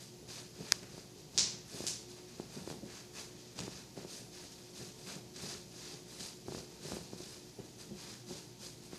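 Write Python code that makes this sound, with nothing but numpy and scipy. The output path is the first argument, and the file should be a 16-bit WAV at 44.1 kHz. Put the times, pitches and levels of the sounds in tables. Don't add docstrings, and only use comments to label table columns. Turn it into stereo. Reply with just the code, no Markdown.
import sys
import numpy as np
from scipy import signal
from scipy.fft import rfft, irfft
from scipy.io import wavfile
from scipy.ndimage import uniform_filter1d

SR = 44100
rng = np.random.default_rng(int(sys.argv[2]) if len(sys.argv) > 2 else 0)


def waveform_to_disk(signal):
    frames = np.transpose(np.atleast_2d(signal))
    scaled = np.clip(frames, -1, 1) * 32767
    samples = np.round(scaled).astype(np.int16)
    wavfile.write(sys.argv[1], SR, samples)


N = 396018
TIME = np.arange(N) / SR

# (time [s], relative level [dB], treble tilt [dB/octave], depth of the resonance [ratio])
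CLACK_BLOWS = [(0.2925, -36, 0, .9), (1.378, -3, -.7, 1.03), (1.7665, -33, 3, .7), (1.8677, -13.5, 3.2, .7),
               (6.2050, -33, 1, .8)]
# (time [s], relative level [dB], hardness as tilt [dB/octave])
BUMP_BLOWS = [(0.225, -43.5, 0), (0.601, -35, 0), (0.826, -41, 1), (0.937, -42, 1), (1.16, -44, 0),
              (1.742, -38, -4), (2.567, -33, 0.5), (2.831, -38, 4), (3.585, -35, -2), (3.625, -36, -4),
              (3.972, -36, -1), (4.215, -43, -1), (4.445, -43, -2), (4.811, -36.5, -1), (5.152, -37.5, -1),
              (5.433, -36.5, -3), (5.525, -41, -1), (5.932, -40, 0), (6.205, -40, -2), (6.487, -37.5, 0),
              (6.85, -36, -1), (6.91, -40, 0), (7.587, -36.5, 2), (7.909, -35.5, -1), (8.304, -37.5, 3)]
# (time [s], relative level [dB], relative sharpness [Hz])
GRIP_CREAKS = [(0.98, -35, 460), (1.8059, -28, 390), (1.841, -30.5, 410), (2.3994, -26.5, 378),
               (2.676, -27, 380), (2.7024, -29.5, 740), (2.7133, -31, 430), (2.7265, -35, 550),
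               (3.5905, -31.5, 890), (3.604, -35, 500), (3.68, -29, 497), (3.9758, -33.5, 400),
               (4.0491, -34, 400), (6.4837, -28, 520), (6.5223, -29.5, 480), (6.5487, -27, 590),
               (6.5817, -33.5, 400), (6.886, -34, 460), (6.9206, -26, 580), (6.9335, -33, 370),
               (6.9688, -30, 430), (6.9887, -37.5, 350), (7.1336, -31.5, 400), (7.2052, -34, 390),
               (8.3093, -38, 500), (8.9325, -32, 373)]
# (frequency [Hz], left minus right [dB])
MIC_BALANCE = [(60, 1), (200, 0.5), (700, 2), (1300, 1), (2300, 2), (3500, 4), (4500, 6.5), (5600, 2.5),
               (6400, 0.5), (7300, -5.5), (9500, -3.5), (14000, -7)]


def gain_of(db):
    return 10 ** (np.asarray(db) / 20)


def evened(x):
    return x / np.sqrt(np.mean(x ** 2) + 1e-20)


def read(points, hz):
    f, value = np.transpose(points)
    return np.interp(np.log(hz + 1), np.log(f + 1), value)


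def add(mix, s, sound):
    part = mix[:, max(round(s * SR), 0):][:, :sound.shape[1]]
    part += sound[:, :part.shape[1]]


def heard(x, colour, rings=(), ripple_db=1.5, ripple_bins=900):
    # (frequency [Hz], correlation [ratio])
    likeness = [(60, 0.55), (130, 0.89), (280, 0.82), (620, 0.31), (1350, 0.016), (3000, 0.072), (14000, 0)]
    hz = np.fft.rfftfreq(N, 1 / SR)
    a, b = rfft(x)
    same = np.clip(read(likeness, hz), -1, 1)
    balance = gain_of(read(MIC_BALANCE, hz) / 2)
    right = same * a + np.sqrt(1 - same ** 2) * b
    pair = np.array([a * balance, right / balance])
    ring_db = sum(db / (1 + (2 * (hz - f) / width) ** 2) for f, width, db in rings)
    ripple = evened(uniform_filter1d(rng.standard_normal(len(hz)), ripple_bins)) * hz / (hz + 800)
    return evened(irfft(pair * gain_of(read(colour, hz) + ring_db + ripple_db * ripple), N))


def drift(max_hz):
    return evened(irfft(rfft(rng.standard_normal(N)) * (np.fft.rfftfreq(N, 1 / SR) < max_hz), N))


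def grains(per_s, spread_db):
    size = gain_of(spread_db * np.minimum(rng.exponential(1, (2, N)), 4))
    sign = rng.choice([-1, 1], (2, N))
    return evened(size * sign * (rng.random((2, N)) < per_s / SR))


def room_tail(build_s):
    # (frequency [Hz], t60 [s])
    decay = [(200, 0.31), (1000, 0.83), (2600, 0.55), (7000, 0.42), (14000, 0.36)]
    hz, t, z = signal.stft(rng.standard_normal((2, SR * 3 // 4)), SR, nperseg=256)
    z = z * gain_of(-60 * t / read(decay, hz)[:, None])
    tail = signal.istft(z, SR, nperseg=256)[1]
    tail = tail * (1 - np.exp(-np.arange(tail.shape[1]) / SR / build_s))
    return tail / np.linalg.norm(tail[0])


def background():
    # (frequency [Hz], colour [dB])
    air = [(20, -1), (45, -17), (65, -19), (150, 1), (300, -5.5), (500, -8.5), (900, -15.5), (1300, -20),
           (3000, -19), (4800, -16), (6500, -14.5), (8000, -21.5), (11000, -26.5), (13500, -25.5),
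           (14500, -37)]
    # (frequency [Hz], left level [dB], right level [dB], fluttering share [0-1])
    tones = [(60.2, -73, -73, .2), (120.2, -65.5, -63.5, .25), (360.6, -60, -63.5, .3), (306, -71, -69, .6),
             (437, -74, -72, .6), (735, -79, -79, .7), (914, -78, -79, .7), (9989, -84, -74, .15)]
    out = gain_of(-55.5) * heard(rng.standard_normal((2, N)), air)
    for hz, left_db, right_db, share in tones:
        share = np.clip(share, 0, 1)
        flutter = drift(max_hz=7) + 1j * drift(max_hz=7)
        swing = np.sqrt(2 - 2 * share) + np.sqrt(share) * flutter
        tone = (swing * np.exp(2j * np.pi * hz * TIME)).real
        out = out + gain_of([[left_db], [right_db]]) * tone
    return out


def shell_click():
    # (frequency [Hz], swell time [ms], left level [dB], right level [dB], delay [ms])
    modes = [(5735, .19, -23, -2.3, .11), (4460, .12, -13, -7.4, .01), (7450, .1, -27.5, -11.9, .31),
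             (10330, .09, -38, -12.2, .03), (7750, .1, -29, -12.8, .64), (1715, .4, -24.4, -14.4, .58),
             (2300, .18, -12.5, -30, .5), (1110, .66, -37.4, -28.6, .63)]
    out, ms = np.zeros((2, N)), np.arange(SR // 50) * 1000 / SR
    travel_ms = np.array([[.22], [0]])
    for hz, swell_ms, left_db, right_db, delay_ms in modes:
        age_ms = np.maximum(ms - delay_ms - travel_ms, 0)
        envelope = age_ms / swell_ms * np.exp(1 - age_ms / swell_ms)
        ring = envelope * np.sin(2 * np.pi * hz * age_ms / 1000)
        add(out, 0.7215, gain_of([[left_db], [right_db]]) * ring)
    return out


def creaks():
    out, t = np.zeros((2, N)), np.arange(-220, 220) / SR
    for s, db, sharpness in GRIP_CREAKS:
        push = 1 / (1 + (t * sharpness * 4.84) ** 2) ** 2
        add(out, s + t[0], gain_of(db + np.array([[-17], [5.0]])) * push)
    swing_hz, damping, case_hz, case_q = 160, 1.16, 354, 6.6
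    w = 2 * np.pi * swing_hz
    out = signal.lfilter(*signal.bilinear([1, 0, 0], [1, w * damping, w ** 2], SR), out)
    return out + 1.25 * signal.lfilter(*signal.iirpeak(case_hz, case_q, SR), out)


def bumps():
    # (nominal frequency [Hz], relative level [dB], t60 [s])
    modes = [(134.2, -7, 0.15), (191, -4, 0.12), (268.5, -5, 0.077), (390, -2.5, 0.087), (542, -7.5, 0.053),
             (690, -9, 0.029)]
    out, t = np.zeros((2, N)), np.arange(SR // 4) / SR
    for s, db, tilt_db in BUMP_BLOWS:
        detune = 1 + 0.074 * rng.standard_normal(len(modes))
        ring = np.zeros(len(t))
        for (hz, mode_db, t60_s), ratio in zip(modes, detune):
            level_db = mode_db + tilt_db * np.log2(hz / 250) - 60 * t / t60_s
            ring += gain_of(level_db) * np.sin(2 * np.pi * (hz * ratio * t + rng.random()))
        ring *= 1 - np.exp(-t / 0.0034)
        paths = 0.32 * room_tail(build_s=0.0087)
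        paths[:, 0] += 1
        add(out, s, gain_of(db - 2.5) * signal.fftconvolve(ring[None], paths, axes=1))
    return out


def clacks(size=1024):
    # (frequency [Hz], colour [dB])
    colour = [(150, -34), (900, -26), (1500, -23), (2000, -19.5), (3000, -14), (4100, -7), (5200, -2),
              (6000, -1), (7200, -5), (8500, -15.5), (10000, -21.5), (11700, -32), (12600, -52),
              (15000, -60)]
    # (delay [ms], left gain [ratio], right gain [ratio])
    reflections = [(0, 1.1, 1.0), (.6, .35, .4), (3.6, .2, .35), (7.25, 1.2, .3), (8.8, .35, .15),
                   (14.4, .5, .2), (15.6, .7, .8), (25, .3, .3)]
    out, hz = np.zeros((2, N)), abs(np.fft.fftfreq(size, 1 / SR))
    balance_db = np.outer([.5, -.5], read(MIC_BALANCE, hz))
    for s, db, tilt_db, depth in CLACK_BLOWS:
        tilt = tilt_db * np.log2(np.maximum(hz, 1000) / 5500)
        colour_db = depth * read(colour, hz) + tilt + balance_db
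        spectrum = np.exp(signal.hilbert(np.log(gain_of(colour_db))).conj())
        blow = np.fft.ifft(spectrum).real
        paths = gain_of(9.5) * room_tail(build_s=0.0059)
        for ms, left, right in reflections:
            paths[:, round(ms * SR / 1000)] += left, right
        add(out, s, gain_of(db + 11.0) * signal.fftconvolve(blow, paths, axes=1))
    return out


def rumble(rind):
    # (frequency [Hz], colour [dB])
    colour = [(30, -25), (60, -2), (120, -4), (185, 4.5), (280, -8), (400, -2), (600, -10), (900, -12.5),
              (1600, -47)]
    push_db, steadying_hand_db = -5.5, -65
    power = (gain_of(push_db) * rind[None]) ** 2 + gain_of(steadying_hand_db) ** 2
    lead_s, ebb_db_per_s = 0.022, 72
    t = np.arange(-SR // 4, SR) / SR
    shudder = np.exp(np.minimum(t, 0) / lead_s) * gain_of(-ebb_db_per_s * np.maximum(t, 0))
    for blows, share_db in (BUMP_BLOWS, -14.5), (GRIP_CREAKS, -22), (CLACK_BLOWS, -41):
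        for s, db, *_ in blows:
            add(power, s + t[0], (gain_of(db + share_db) * shudder[None, s + t >= 0]) ** 2)
    return gain_of(-2.0) * np.sqrt(power) * heard(grains(per_s=700, spread_db=2.5), colour)


def squeak():
    # centre time [s], length between 1/e points [s], mean pitch [Hz], relative level [dB]
    s, length_s, hz, db = (3.176, .035, 2550, -51)
    wander = np.array([drift(max_hz=200), drift(max_hz=200)])
    turns = np.cumsum(hz * (1 + .025 * wander), axis=1) / SR
    envelope = np.exp(-(2 * (TIME - s) / length_s) ** 2)
    return gain_of(db + 2) * envelope * np.sin(2 * np.pi * turns)


def crunches():
    # (time [s], length, four times the rise [s], relative level [dB])
    cracks = [(0.83, .008, -50), (2.404, .008, -50), (2.7, 0.0045, -41.5), (3.58, 0.01, -45),
              (3.588, 0.011, -37.5), (3.603, .003, -35.5), (3.609, 0.0061, -41), (3.633, 0.0069, -39.5),
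              (5.07, .008, -45), (5.154, .004, -41.5), (5.36, .012, -45), (5.429, 0.0054, -46),
              (5.922, 0.004, -52), (6.204, .008, -42), (7.81, 0.01, -50), (8.138, 0.0071, -50)]
    # (frequency [Hz], colour [dB])
    colour = [(300, -16), (900, -9), (1500, -3.5), (3000, -1), (4800, 2), (6500, -1), (7800, 0.5),
              (9000, -10), (13000, -26)]
    gate = np.zeros(N)
    for s, length_s, db in cracks:
        age = np.maximum(TIME - s, 0) * 4 / length_s
        gate += gain_of(db) * age * np.exp(1 - np.minimum(age, 60))
    snaps = gate * heard(grains(per_s=6000, spread_db=2), colour)
    room = signal.fftconvolve(snaps, room_tail(build_s=0.0065), axes=1)[:, :N]
    return snaps + gain_of(-10.5) * room


def stroke_levels():
    # (start [s], time to bite [s], length before release [s], relative rasp level [dB],
    # pulp against rasp [dB], juice against rasp [dB]), the last two before layer trims
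    strokes = [(0, 0.0054, 0.03, -55.5, -10, -5.5), (0.275, .025, 0.12, -51, -7.5, -8.5),
               (0.52, 0.19, 0.23, -52, -5.5, -9), (0.817, .01, 0.013, -64, 5, -8),
               (.86, .1, .14, -58, -6.5, -9), (1.17, 0.018, 0.028, -61.5, -12, -9),
               (1.314, 0.053, .07, -54, -11, -10), (1.655, .14, 0.23, -49.5, -8, -6),
               (2.078, .025, 0.03, -55.5, -11, -9), (2.156, .02, 0.025, -60, -5, -10),
               (2.263, 0.027, 0.19, -60.5, -6.5, -10), (2.48, 0.061, 0.12, -55, -5.5, -7),
               (2.64, .05, 0.068, -53.5, -7, -6.5), (2.824, .14, 0.16, -53, -5, -10.5),
               (3.125, 0.076, 0.073, -47.5, -5.5, -8.5), (3.347, .02, 0.16, -61.5, -9, -12),
               (3.548, 0.033, 0.12, -54, -5, -10), (3.691, 0.033, 0.1, -54.5, -6.5, -10),
               (3.954, 0.021, 0.077, -58.5, -3, -9), (4.066, 0.05, 0.12, -51.5, -11, -6.5),
               (4.315, 0.035, 0.14, -54.5, -9, -9), (4.501, .015, 0.027, -55.5, -14, -9.5),
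               (4.57, 0.017, 0.14, -62, -10, -8), (4.729, 0.046, .14, -53, -8.5, -7.5),
               (4.955, .04, 0.11, -58, -11, -7), (5.057, 0.024, 0.063, -49.5, -5.5, -8.5),
               (5.332, 0.11, 0.2, -47.5, -9, -9), (5.676, 0.16, 0.26, -52, -9, -10),
               (6.053, .055, 0.13, -56.5, -7, -6.5), (6.178, .025, 0.09, -48.5, -10.5, -7.5),
               (6.441, 0.11, 0.15, -52, -8, -9), (6.676, .05, .09, -60.5, -7, -10),
               (6.798, 0.071, 0.16, -50, -7, -6.5), (7.016, .02, 0.056, -58.5, -18, -12),
               (7.105, .02, .04, -59, -6.5, -10), (7.167, 0.016, .19, -55, -10, -7),
               (7.424, .02, .06, -64, -8, -10), (7.583, .01, 0.019, -65, 0.5, -10),
               (7.638, .015, 0.023, -60, -14, -9), (7.775, .03, 0.03, -53.5, -8, -6.5),
               (7.932, 0.087, .2, -53.5, -6.5, -8.5), (8.261, .04, 0.12, -52.5, -9.5, -8.5),
               (8.585, 0.062, 0.075, -50.5, -10.5, -7), (8.815, .025, .05, -59.5, -10, -5),
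               (8.902, .03, .08, -57, -4, -8)]
    bite_power, release_db_per_s = 0.77, 131
    power, age = np.zeros((3, N)), np.arange(SR) / SR
    for s, bite_s, length_s, db, pulp_db, juice_db in strokes:
        bite = np.minimum(age / bite_s, 1) ** bite_power
        release = gain_of(-release_db_per_s * np.maximum(age - length_s, 0))
        levels = gain_of([[db], [db + pulp_db], [db + juice_db]])
        add(power, s, (levels * bite * release) ** 2)
    return np.sqrt(power)


def crackle(level, bursts, colour, rings=()):
    catch = gain_of(1.02 * drift(max_hz=66))
    return np.sqrt(np.mean(level ** 2)) * heard(bursts * level * catch, colour, rings)


def sawing(rind, pulp, juice):
    # (frequency [Hz], colour [dB])
    rasp_colour = [(1200, -31), (2600, -8), (3500, -4.5), (4700, 1), (5700, -0.5), (6500, 0), (7600, -7.5),
                   (9000, -26.5), (12000, -38)]
    squelch_colour = [(300, -5), (600, 0), (1000, -0.5), (1550, 1), (2000, -1), (2600, -2), (3600, -9),
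                      (6000, -32)]
    fizz_colour = [(5000, -30), (7000, -5), (8200, 3), (9500, -1.5), (11000, -4.5), (13000, -8.5),
                   (14500, -40)]
    # (frequency [Hz], width [Hz], boost [dB])
    resonances = [(2520, 110, 2), (3990, 160, 1.5), (4880, 200, 3), (6470, 170, 2), (7900, 150, -3)]
    stirred = np.hypot(rind, gain_of(-68))
    rasp = crackle(gain_of(3.0) * stirred, grains(per_s=7000, spread_db=3.0), rasp_colour, resonances)
    squelch = crackle(gain_of(3.5) * pulp, grains(per_s=3000, spread_db=3.0), squelch_colour, resonances)
    fizz = crackle(gain_of(3.0) * juice, grains(per_s=9000, spread_db=1.0), fizz_colour)
    return rasp + squelch + fizz


def scene():
    rind, pulp, juice = stroke_levels()
    surroundings = background() + shell_click() + creaks()
    blows = bumps() + clacks() + rumble(rind)
    cutting = squeak() + crunches() + sawing(rind, pulp, juice)
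    return surroundings + blows + cutting


def record(dry):
    bass_cut = signal.sosfilt(signal.butter(2, 42, "highpass", fs=SR, output="sos"), dry)
    edge_hz = 14600
    band_limit = signal.firwin(511, edge_hz, window=("kaiser", 9), fs=SR)
    return signal.oaconvolve(np.clip(bass_cut, -1, 1), band_limit[None], "same")


dry = scene()
out = record(dry)
waveform_to_disk(out)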